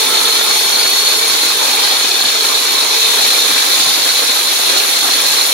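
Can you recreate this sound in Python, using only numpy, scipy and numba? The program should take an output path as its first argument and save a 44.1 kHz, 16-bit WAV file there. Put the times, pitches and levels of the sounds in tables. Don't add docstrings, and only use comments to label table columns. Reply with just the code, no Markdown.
import sys
import numpy as np
from scipy import signal
from scipy.fft import rfft, irfft
from scipy.io import wavfile
from scipy.ndimage import map_coordinates
from numba import njit

SR = 44100
rng = np.random.default_rng(int(sys.argv[2]) if len(sys.argv) > 2 else 0)


def to_wav(sig):
    pcm = np.clip(np.atleast_2d(sig), -1, 1) * 32767
    pcm = np.round(pcm).astype(np.int16)
    wavfile.write(sys.argv[1], SR, pcm.T)


N = 243873
TIME = np.arange(N) / SR
FROM_MID_CUT_S = TIME - TIME.mean()
BINS = np.maximum(np.fft.rfftfreq(N, 1 / SR), 1)


def undb(db):
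    return 10 ** (np.asarray(db) / 20)


def unit(x):
    return x / np.std(x)


def curve(points):
    return np.interp(TIME, *np.transpose(points))


def swell(middle_s, length_s):
    return np.cos(np.pi * np.clip((TIME - middle_s) / length_s, -.5, .5)) ** 2


def walk(rate_hz):
    return unit(irfft(rfft(rng.standard_normal(N)) / (1 + (BINS / rate_hz) ** 2), N))


def response(points):
    hz, db = np.transpose(points)
    return undb(np.interp(np.log(BINS), np.log(hz), db))


def colour(x, points):
    return unit(irfft(rfft(x) * response(points), N))


def ring(drive, modes):
    spectrum = 0
    for hz, width_hz, db in modes:
        detuning = (BINS ** 2 - hz ** 2) / (BINS * width_hz)
        spectrum = spectrum + rfft(drive()) * undb(db) / (1 + .5j * detuning) ** 2
    return unit(irfft(spectrum, N))


@njit
def sweep(x, hz, width_hz):
    out, band_state, low_state = np.empty(len(x)), 0., 0.
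    for i in range(len(x)):
        gain, damping = np.tan(np.pi * hz[i] / SR), width_hz / hz[i]
        band = (band_state + gain * (x[i] - low_state)) / (1 + gain * (gain + damping))
        band_state = 2 * band - band_state
        low_state += 2 * gain * band
        out[i] = damping * band
    return out


def steep_band(pair, hz, width_hz):
    return unit(np.array([sweep(sweep(x, hz, width_hz), hz, width_hz) for x in pair]))


def stereo(three, shared):
    return np.sqrt(shared) * three[0] + np.sqrt(1 - shared) * three[1:]


def turbulence(shared):
    return stereo(rng.standard_normal((3, N)), shared)


def grit(per_s, spread_db, shared):
    struck = rng.random((3, N)) < per_s / SR
    size = undb(spread_db * np.minimum(rng.standard_exponential((3, N)), 5))
    polarity = np.sign(rng.standard_normal((3, N)))
    return stereo(struck * size * polarity, shared)


def echo(x, t60_s, wet_db):
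    tail = rng.standard_normal((2, N)) * undb(-60 * TIME / t60_s) * (TIME > .004)
    tail /= np.sqrt(np.sum(tail ** 2, axis=1, keepdims=True))
    wet = irfft(rfft(x) * rfft(tail), N)
    return (x + undb(wet_db) * wet) / np.hypot(1, undb(wet_db))


def flutter(x, rate_hz, span_hz, depth_db):
    hz, time_s, frames = signal.stft(x, SR, nperseg=1024)
    grid = np.meshgrid(hz / span_hz, time_s * rate_hz, indexing="ij")
    chance = rng.standard_normal((600, 400))
    gain = undb(depth_db * map_coordinates(chance, grid, order=3, mode="wrap"))
    return signal.istft(frames * gain / np.sqrt(np.mean(gain ** 2)), SR)[1][:, :N]


# time_s, level_db
PRESSURE = [(0, 0.5), (.5, -1), (1.15, -0.55), (1.85, 0), (2.25, -0.5), (2.75, -.5), (3.2, 1), (3.8, 0),
            (4.45, -0.5), (4.75, 0), (5.53, 0.1)]

def pressure_db():
    return curve(PRESSURE)


def lean():
    return swell(middle_s=1.83, length_s=.97)


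# freq_hz, gain_db
RUMBLE_EQ = [(20, -17), (40, -19), (65, -10), (100, -6), (145, 1), (200, 0.5), (320, 4), (700, -27),
             (2000, -50)]
# start_s, level_db
KNOCKS = [(1.455, -37), (3.52, -38), (3.785, -34), (3.87, -37), (4.02, -38)]

def rumble():
    decay_s = .025
    knocks = sum(undb(db) * (TIME > s) * np.exp(-np.abs(TIME - s) / decay_s) for s, db in KNOCKS)
    shake = undb(-46 + .69 * pressure_db() + 2.04 * walk(22))
    return (shake + knocks) * colour(turbulence(shared=.04), RUMBLE_EQ)


# pitch_hz, width_hz, level_db
DUCT_MODES = [(398, 32, -3), (455, 34, 0), (505, 25, -7)]
# time_s, level_db
DUCT_RIDE = [(0, -34), (.7, -32.5), (1.5, -38), (2.2, -38), (3.3, -32.5), (3.6, -45), (5.53, -39)]

def duct():
    level_db = curve(DUCT_RIDE) + .4 * walk(5.4)
    return undb(level_db) * ring(lambda: turbulence(shared=.31), DUCT_MODES)


# freq_hz, gain_db
AIR_EQ = [(50, -47), (150, -31), (210, -9.5), (270, -2.5), (340, 0), (470, 2), (640, 0), (780, 0),
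          (1100, 1.5), (1350, 2.5), (1480, 0.5), (1620, 4), (1950, -4), (5000, -75)]

def air_rush():
    level_db = -24 + pressure_db() + 2.17 * walk(53)
    return undb(level_db) * colour(turbulence(shared=.15), AIR_EQ)


# pitch_hz, width_hz, level_db
HOUSING_MODES = [(798, 108, -1.5), (859, 34, -2), (950, 23, 0), (1053, 29, -8.5), (1105, 37, -1.5),
                 (1221, 35, -2), (1342, 76, -16), (1370, 39, -8.5), (1631, 31, -6.5)]

def housing_growl(angle):
    level_db = -31.5 + .16 * pressure_db() - .1 * FROM_MID_CUT_S + 4.5 * lean()
    throb_db = 1.1 * np.sin(angle) + 1.6 * walk(25)
    return undb(level_db + throb_db) * ring(lambda: turbulence(shared=.22), HOUSING_MODES)


# time_s, turns_per_s
BLADE_SPEED = [(0, 48.8), (.3, 49.15), (.65, 49.8), (1.1, 49.85), (1.55, 50.5), (2.1, 50.3), (2.75, 49.9),
               (3.3, 50.4), (4.05, 50.85), (4.35, 50.4), (4.6, 48.7), (4.9, 47.95), (5.53, 47.05)]

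def blade_angle():
    turns_per_s = curve(BLADE_SPEED) * (1 + .0012 * walk(9))
    return 2 * np.pi * np.cumsum(turns_per_s) / SR


# speed_multiple, level_db
HUM_PARTIALS = [(8, -43.5), (9, -40), (10, -46), (14, -47), (15, -46), (16, -48), (17, -47), (18, -42),
                (19, -44), (21, -46), (22, -44.5), (26, -48), (27, -45), (46, -42), (48, -45)]
# time_s, gain_db
HUM_RIDE = [(0, 4), (1.15, 2.5), (1.55, -5), (2.5, -3), (3.0, 3), (3.3, 2), (3.6, -2), (4.2, -4.5),
            (5.0, -4.5), (5.53, -2.5)]
# middle_s, length_s, speed_multiple, boost_db
MOANS = [(.15, 1, 26, 8), (.3, 1.2, 9, 2.5), (.55, 1.8, 8, 2), (.5, 1.8, 18, 4), (2.45, .7, 9, 8),
         (3.1, 1, 9, 2.5), (3.4, 1.3, 14, 11), (3.85, 1.2, 21, 11.5), (4.1, 1.1, 10, 6), (4.7, .9, 8, 10),
         (4.8, 1.2, 15, 15)]

def drive_hum(angle):
    ride_db = curve(HUM_RIDE)
    out = 0
    for multiple, db in HUM_PARTIALS:
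        moan_db = sum(boost * swell(s, length) for s, length, k, boost in MOANS if k == multiple)
        phase = rng.uniform(0, 2 * np.pi, (2, 1))
        level_db = db + ride_db + moan_db + 1.5 * walk(1.1)
        out = out + undb(level_db) * np.sqrt(2) * np.sin(multiple * angle + phase)
    return out


# pitch_hz, width_hz, level_db
HOOD_MODES = [(2305, 75, 3.5), (2515, 70, 2.5), (2680, 100, -5)]
# time_s, gain_db
HOOD_RIDE = [(0, -4), (.45, -0.5), (.8, -3), (1.4, -4.5), (2.5, -1), (3.4, -.5), (4.1, -2), (4.6, -3.5),
             (5.53, -3)]

def hood_ring():
    level_db = -30.5 + curve(HOOD_RIDE) + 1.4 * pressure_db() + 6.5 * lean() + 3.4 * walk(41)
    return undb(level_db) * ring(lambda: turbulence(shared=1), HOOD_MODES)


# time_s, amount_0_to_1
DULLING = [(1.2, 0), (1.9, .45), (2.08, 1), (2.9, .65), (3.15, 0)]

def dulling():
    return curve(DULLING)


# middle_s, length_s, gain_db
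SPURTS = [(.55, .22, 1.5), (1.02, 0.32, 0.1), (3.77, .26, 1.5), (4.466, 0.14, -2.3), (5.37, 0.22, 0.9)]

def spurt_db():
    return sum(db * swell(s, length) for s, length, db in SPURTS)


# freq_hz, gain_db
DUST_EQ = [(5000, -43), (7500, -8), (8700, 3), (9800, 3), (10400, 3), (11500, 2.5), (12200, -1),
           (13300, -6), (14500, -5), (15700, -3.5)]

def dust_hiss():
    level_db = -21 + .62 * pressure_db() - .7 * dulling() + spurt_db() + .6 * walk(14)
    return undb(level_db) * colour(grit(per_s=20000, spread_db=4.5, shared=.058), DUST_EQ)


# start_s, length_s, from_hz, to_hz, width_hz, level_db
SLIDING_BANDS = [(0, .44, 1290, 1320, 130, -31), (0, 2.0, 6350, 6500, 700, -28),
                 (.76, .11, 4750, 4850, 400, -22), (1.58, .11, 1010, 960, 260, -28),
                 (1.66, .1, 860, 780, 200, -30.5), (1.8, .12, 4650, 4750, 500, -23),
                 (2.47, .12, 1120, 980, 300, -25.5), (2.6, .42, 1050, 980, 260, -30.5),
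                 (3.44, .22, 1600, 1630, 130, -30), (3.65, .6, 4750, 4600, 450, -24),
                 (4.5, .8, 740, 705, 90, -36)]

def sliding_bands():
    out = 0
    for start_s, length_s, from_hz, to_hz, width_hz, db in SLIDING_BANDS:
        progress = np.clip((TIME - start_s) / length_s, 0, 1)
        hz = from_hz + (to_hz - from_hz) * progress
        band = steep_band(grit(per_s=1500, spread_db=1, shared=.3), hz, width_hz)
        out = out + undb(db) * np.sin(np.pi * progress) * band
    return out


def rim_force(angle):
    wobble_db = .55 * np.sin(angle)
    torque_db = .5 * np.sin(2 * np.pi * 100 * TIME)
    chip_db = .35 * walk(36)
    return undb(wobble_db + torque_db + chip_db)


# middle_s, length_s, gain_db
JOLTS = [(.087, .09, -2.5), (.32, .15, 1.5), (.435, .13, -2.5), (.507, .09, 2.7), (.65, .06, 1),
         (.77, .17, .8), (.868, .06, -3), (.98, .12, 2.2), (1.076, .07, 3.5), (1.19, .1, -1),
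         (1.312, .07, 3.5), (1.458, .09, 2), (1.57, .19, -2.2), (1.84, .1, 1.5), (2.207, .05, 2),
         (2.236, .04, -2.5), (2.269, .05, 2.3), (2.34, .13, -2), (2.456, .06, 1.5), (2.513, .05, -2),
         (2.555, .05, 1.3), (2.61, .08, -1.5), (2.712, .05, -2.7), (2.82, .08, 2.3), (2.88, .07, -1.3),
         (3.02, .17, .7), (3.14, .1, -2), (3.306, .08, 1.3), (3.42, .07, -1.8), (3.59, .11, 2.4),
         (3.735, .08, 3.5), (3.83, .09, 1.8), (3.945, .07, 2.7), (4.046, .05, 1.7), (4.1, .07, 4),
         (4.2, .11, 2.7), (4.293, .07, 4.2), (4.395, .06, 1.7), (4.475, .08, 3), (4.69, .1, 3.8),
         (4.785, .09, 3.8), (4.87, .1, -1.3), (4.955, .08, 2.3), (5.02, .08, -1.5), (5.123, .09, 3.2),
         (5.18, .05, 2), (5.267, .06, 3), (5.34, .06, 2.3), (5.39, .09, 2.3), (5.5, .08, -2.5)]

def jolt_db():
    return sum(db * swell(s, length) for s, length, db in JOLTS)


# freq_hz, gain_db
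GRIND_EQ = [(1200, -29), (2000, 2), (3000, 1.5), (3300, 1.5), (4400, 3.5), (4800, 3), (5200, 1.5),
            (5480, 4), (6000, 3), (6250, 2.5), (6700, 4), (7300, -2.5), (8100, -7), (16000, -35)]

def grinding(force):
    level_db = -16.5 + .99 * pressure_db() + .25 * jolt_db() + spurt_db() + .5 * walk(24)
    return undb(level_db) * colour(force * grit(per_s=12000, spread_db=2, shared=.13), GRIND_EQ)


# pitch_hz, width_hz, level_db
RIM_MODES = [(7680, 70, -4), (9230, 90, -2), (9600, 200, -3), (10510, 200, 3), (10770, 130, 6),
             (11110, 130, 4), (11480, 190, 3), (11860, 100, 0), (12300, 130, -3), (12800, 170, -3),
             (13350, 300, -3)]

def rim_ring():
    level_db = -24 + .3 * FROM_MID_CUT_S - 4.5 * dulling() + 2 * walk(36)
    return undb(level_db) * ring(lambda: turbulence(shared=1), RIM_MODES)


def strikes(force):
    return force * grit(per_s=13000, spread_db=1.1, shared=.61)


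def chatter(depth_db):
    skips = sweep(rng.standard_normal(N), hz=np.full(N, 28.), width_hz=16.)
    return undb(depth_db * unit(skips))


# pitch_hz, width_hz, level_db
LOW_BLADE_MODES = [(3033, 40, -13), (3177, 60, -10.5), (3290, 110, -8), (3420, 120, -12), (3575, 75, -3.5),
                   (3637, 55, -.5), (3725, 45, -7)]
# time_s, gain_db
LOW_BLADE_RIDE = [(0, 1), (.9, 2.5), (1.3, -0.5), (2.1, 1.5), (2.8, -1.5), (3.1, 0.5), (3.9, 0),
                  (4.4, -1.5), (4.9, 0), (5.5, -.5)]

def low_blade_ring(force):
    level_db = -20 + curve(LOW_BLADE_RIDE) + pressure_db()
    return undb(level_db) * chatter(depth_db=1.5) * ring(lambda: strikes(force), LOW_BLADE_MODES)


# middle_s, length_s, pitch_hz, level_db, beat_hz, roughness_0_to_1
SQUEALS = [(.33, .25, 4178, -22.5, 0, .4), (.87, 1.15, 4307, -19.5, 0, .3),
           (2.76, 0.45, 4307, -23.5, 0, .3), (3.04, .45, 3648, -23, 19, 1), (3.36, .4, 3648, -22, 21, 1),
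           (3.82, .7, 3650, -24.5, 12, .9), (3.6, 1.1, 4095, -25.5, 0, .5), (4.85, .7, 3645, -28, 12, 1),
           (5.35, .35, 4125, -24, 0, .3)]

def squeals():
    twin_db = -3
    out = 0
    for middle_s, length_s, hz, db, beat_hz, roughness in SQUEALS:
        phase = 2 * np.pi * np.cumsum(hz * (1 + roughness * .006 * walk(45))) / SR
        lag = 2 * np.pi * np.cumsum(beat_hz * (1 + .2 * walk(8))) / SR
        pair = np.sin(phase) + undb(twin_db) * np.sin(phase - lag)
        flicker = undb(3 * walk(45))
        out = out + undb(db) * swell(middle_s, length_s) * unit(flicker * pair)
    return out


# pitch_hz, width_hz, level_db
BLADE_MODES = [(3870, 54, -5.5), (3990, 33, 4), (4118, 97, -5), (4090, 150, -7), (4184, 65, -7.5),
               (4283, 96, -7.5), (4327, 54, 1), (4473, 45, -2), (4770, 160, -8)]
# time_s, pitch_hz
WHINE_PITCH = [(0.0, 4190), (0.33, 4170), (.62, 4270), (1.05, 4300), (1.45, 4170), (1.8, 4170),
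               (2.25, 4270), (2.55, 4110), (4.62, 4080), (4.8, 4190), (5.1, 4130), (5.5, 4110)]

def blade_whine(force):
    crowded = steep_band(strikes(force), curve(WHINE_PITCH), width_hz=370)
    modes = ring(lambda: strikes(force), BLADE_MODES)
    steel = unit(undb(1.5) * crowded + modes)
    let_go_db = -1.4 * np.clip((TIME - 3.4) / .3, 0, 1)
    level_db = -16.5 + pressure_db() + jolt_db() + let_go_db
    return undb(level_db) * chatter(depth_db=1.1) * steel


def scene():
    angle = blade_angle()
    force = rim_force(angle)
    machine = rumble() + duct() + air_rush() + housing_growl(angle) + hood_ring()
    cut = dust_hiss() + sliding_bands() + grinding(force) + rim_ring() + low_blade_ring(force)
    bed = flutter(machine + cut, rate_hz=22, span_hz=110, depth_db=1.7)
    return echo(bed + drive_hum(angle) + squeals() + blade_whine(force), t60_s=.15, wet_db=-13)


# freq_hz, left_minus_right_db
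BALANCE = [(90, -0.5), (200, -6.5), (320, -3.5), (400, -0.5), (620, -2.5), (900, -0.5), (2400, -.5),
           (4400, -.5), (8000, 0.1), (11000, -1.5), (15000, -4)]
# freq_hz, left_lead_rad
PHASE_LEAD = [(150, 0), (600, 0.7), (1600, 1), (2400, 0.1), (3000, 1.1), (3600, 1.76), (4000, 0.5),
              (4450, -1.4), (5300, -4.5), (7000, -0.5), (10800, -1), (11500, -5), (15000, -4)]

def record(dry):
    lead_rad = np.interp(BINS, *np.transpose(PHASE_LEAD))
    left = np.sqrt(response(BALANCE)) * np.exp(.5j * lead_rad)
    heard = irfft(rfft(dry) * np.array([left, 1 / left]), N)
    rounded = heard / (1 + heard ** 8) ** (1 / 8)
    top_hz = 15750
    return signal.sosfilt(signal.ellip(12, .1, 70, top_hz, fs=SR, output="sos"), rounded)


dry = scene()
out = record(dry)
to_wav(out)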